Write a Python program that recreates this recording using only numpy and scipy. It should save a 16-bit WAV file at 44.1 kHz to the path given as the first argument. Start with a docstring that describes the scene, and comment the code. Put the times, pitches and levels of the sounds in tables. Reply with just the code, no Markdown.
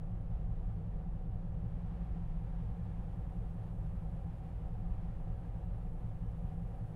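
"""An icebreaker's diesel engines throb far off in flat sea ice. They run at slightly different speeds,
so their exhaust tones drift in and out of step and beat. The ship's ventilation drones above them as
fan air rings its ducts. A light wind rumbles at the microphone, drives a faint hiss of loose snow
along the surface and rushes over the ice, with one gentle gust."""
import sys
import numpy as np
from scipy import signal
from scipy.fft import rfft, irfft, next_fast_len
from scipy.io import wavfile

SR = 44100
rng = np.random.default_rng(int(sys.argv[2]) if len(sys.argv) > 2 else 0)


def dump(signal):
    """Clip the signal to [-1, 1] and save it as 16-bit WAV at the path in sys.argv[1]."""
    limited = np.clip(np.atleast_2d(signal).T, -1, 1)
    pcm = np.round(limited * 32767).astype(np.int16)
    wavfile.write(sys.argv[1], SR, pcm)


N = 306495


def from_db(db):
    """Turn decibels into a gain, the number to multiply a sound by."""
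    return 10 ** (np.asarray(db) / 20)


def rms_one(x):
    """Scale a signal so that its average strength (rms) is 1."""
    return x / np.sqrt(np.mean(x ** 2) + 1e-30)


def gain_curve(rows):
    """Join (time_s, level_db) points into a gain for every sample."""
    time_s, level_db = np.transpose(rows)
    return from_db(np.interp(np.arange(N) / SR, time_s, level_db))


def drift(rate_hz):
    """A smooth random wander of typical size 1 that changes about rate_hz times a second."""
    step, warm_up = 100, 2000   # one point every 100 samples; skip the points where the filter settles
    memory = np.exp(-2 * np.pi * rate_hz * step / SR)
    jitter = rng.standard_normal(N // step + warm_up + 2)
    slow = signal.lfilter([1], [1, -2 * memory, memory ** 2], jitter)[warm_up:]
    return np.interp(np.arange(N) / step, np.arange(len(slow)), rms_one(slow))


def colour(x, spectrum):
    """Filter a sound by a (pitch_hz, gain_db) curve; beyond its ends the sound dies away steeply."""
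    pitch_hz, gain_db = np.transpose(spectrum)
    size = next_fast_len(N)
    bins_hz = np.maximum(np.fft.rfftfreq(size, 1 / SR), 1)
    edge_fade = np.minimum(1, np.minimum(bins_hz / pitch_hz[0], pitch_hz[-1] / bins_hz)) ** 5
    gain = from_db(np.interp(np.log(bins_hz), np.log(pitch_hz), gain_db))
    return irfft(rfft(x, size) * edge_fade * gain, size)[:N]


def noise(spectrum):
    """The noise of swirling air, shaped by a (pitch_hz, level_db_per_hz) curve."""
    return colour(rng.standard_normal(N) * np.sqrt(SR / 2), spectrum)


def diesel(cycle_hz, exhaust, disorder, speed_wander, fading_db, phase_wander, roughness):
    """Uneven cylinders make tones at multiples of the cycle rate; partly in step, they throb."""
    speed_hz = cycle_hz * (1 + speed_wander * drift(0.49))   # the speed control never quite settles
    cycles = rng.random() + np.cumsum(speed_hz) / SR
    tones = np.zeros(N)
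    for multiple, level_db in exhaust:
        phase = 2 * np.pi * (multiple * cycles + disorder * rng.random())
        phase += phase_wander * drift(1.5)   # moving air shifts and fades each tone
        tones += from_db(level_db + fading_db * drift(1.2)) * np.sqrt(2) * np.sin(phase)
    return tones * (1 + roughness * drift(20))   # no two firings are equally strong


def engines(lead_hz=5.222, twin_hz=5.165, generator_hz=5.383):
    """Three four-stroke diesels beat together: a lead engine, its slower twin and a deep generator."""
    # exhaust tones of the two main engines, before each one's own gain: cycle_multiple, level_db
    main_exhaust = [(5, -51.4), (7, -53.8), (8, -50.0), (10, -55.0), (11, -63.1), (12, -58.3), (13, -61.5),
                    (18, -61.2), (19, -63.5), (20, -53.3), (21, -52.8), (22, -54.9), (23, -56.1), (25, -67),
                    (30, -53.2), (31, -61.3), (32, -53.7), (33, -56.7), (34, -57.1), (35, -63.5),
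                    (36, -65.1), (37, -67.0), (46, -77), (47, -76), (48, -72), (49, -75)]
    # exhaust tones of the generator: cycle_multiple, level_db
    generator_exhaust = [(5, -49.1), (8, -52.2), (10, -50.2)]
    lead = diesel(lead_hz, main_exhaust,
                  disorder=.8, speed_wander=.0015, fading_db=1.6, phase_wander=.3, roughness=.13)
    twin = diesel(twin_hz, main_exhaust,
                  disorder=.9, speed_wander=.0025, fading_db=2.0, phase_wander=.45, roughness=.2)
    dull_twin = signal.sosfilt(signal.butter(2, 190, fs=SR, output="sos"), twin)
    generator = diesel(generator_hz, generator_exhaust,
                       disorder=1, speed_wander=.002, fading_db=2.0, phase_wander=.35, roughness=.15)
    return from_db(-0.5) * lead + from_db(-6.5) * dull_twin + swell() * generator


def swell(crest_s=.72, period_s=1.123, depth_db=1.0, start_db=0.12, fall_db_per_s=0.16):
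    """Gain of the generator and the rumble: they swell about once a second and slowly grow quieter."""
    t = np.arange(N) / SR
    wave = np.cos(2 * np.pi * (t - crest_s) / period_s)
    return from_db(start_db - fall_db_per_s * t + depth_db * wave)


def ventilation(fading_db=0.46, start_db=-0.93, rise_db_per_s=0.16):
    """Swirling fan air rings the ducts; each note swells and fades on its way over the ice."""
    # notes at which the ducts and their casing ring: pitch_hz, width_hz, level_db
    ducts = [(349.2, 13, -74.5), (422, 16, -75), (475, 29.6, -67.5), (519.3, 13, -73.5), (551.2, 22, -70),
             (695, 41, -76.5), (745.4, 46, -67.5), (792.7, 22, -71.5), (1190, 58, -83.5), (1319, 40, -84.5),
             (1678, 79, -91)]
    drone = np.zeros(N)
    for pitch_hz, width_hz, level_db in ducts:
        edges_hz = [pitch_hz - width_hz / 2, pitch_hz + width_hz / 2]
        duct = signal.butter(2, edges_hz, "band", fs=SR, output="sos")
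        gain = from_db(level_db + fading_db * drift(1.1))
        drone += gain * rms_one(signal.sosfilt(duct, rng.standard_normal(N)))
    # the air carries the drone better and better
    return from_db(start_db + rise_db_per_s * np.arange(N) / SR) * drone


def rumble():
    """Slow swirls of wind press on the microphone."""
    # low rumble of wind and ship: pitch_hz, level_db_per_hz
    rumble_spectrum = [(10, -60), (20, -66), (38, -62), (58, -63), (80, -66), (112, -68), (140, -76),
                       (180, -72.5), (205, -83), (240, -90)]
    return swell() * noise(rumble_spectrum)


def snow(grains_per_s=15000, reference_db=-87):
    """Countless tiny snow grains tick on the crust and merge into a hiss."""
    # hiss of sliding grains when its level is reference_db: pitch_hz, level_db_per_hz
    hiss_spectrum = [(4000, -136), (6000, -129), (8000, -126), (10000, -124), (11300, -125.5),
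                     (13000, -131.5), (16000, -133.5)]
    # strength of the blowing snow: time_s, level_db
    hiss_levels = [(0.1, -89.5), (0.55, -90), (0.66, -88), (0.96, -90.5), (3.78, -85), (4.87, -87),
                   (6.79, -85), (6.85, -84.5)]
    ticks = rms_one(rng.standard_normal(N) * (rng.random(N) < grains_per_s / SR))
    hiss = colour(ticks * np.sqrt(SR / 2), hiss_spectrum)
    return gain_curve(hiss_levels) / from_db(reference_db) * hiss


def rushing_air(flutter_db=0.75, split_hz=800):
    """Air rushes over the ice: a steady, wide low wash, with a brighter part that follows the wind."""
    # air rushing over the ice: pitch_hz, level_db_per_hz
    air_spectrum = [(180, -89), (280, -86), (400, -90), (630, -90.5), (900, -92.5), (1100, -97),
                    (1450, -102.5), (1750, -103.5), (2100, -107.5), (3000, -111.5), (4200, -119.5),
                    (6000, -127), (10000, -138)]
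    # stereo width of the air, as the side signal's level against the middle: pitch_hz, gain_db
    stereo_width = [(100, -37), (170, -18.5), (250, -13), (420, -9.5), (650, -17), (1000, -22),
                    (1500, -26.5), (2200, -59)]
    air = noise(air_spectrum)
    low = signal.sosfiltfilt(signal.butter(2, split_hz, fs=SR, output="sos"), air)
    wind_gain = gust() * from_db(flutter_db * drift(6.7))
    middle = low + wind_gain * (air - low)
    side = colour(noise(air_spectrum), stereo_width)
    return middle + side * np.array([[1], [-1]])   # add on the left, subtract on the right


def gust(start_s=1.28, lull_s=0.3, rise_s=0.61, hold_s=1.3, settle_s=.3):
    """Gain of the breeze: it drops, picks up in one gust, holds, then settles."""
    times_s = start_s - lull_s + np.cumsum([0, lull_s, rise_s, hold_s, settle_s])
    levels_db = [-2.6, -4, .4, 0.1, -0.64]   # calm, lull, top of the gust, end of the hold, breeze
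    return gain_curve(list(zip(times_s, levels_db)))


def scene():
    """Ship, rumble and snow sit in the middle; only the rushing air spreads left and right."""
    return engines() + ventilation() + rumble() + snow() + rushing_air()


def record(dry, cutoff_hz=15700):
    """Cut away the highest treble steeply."""
    return signal.sosfilt(signal.ellip(10, .1, 80, cutoff_hz, fs=SR, output="sos"), dry)


dry = scene()
out = record(dry)
dump(out)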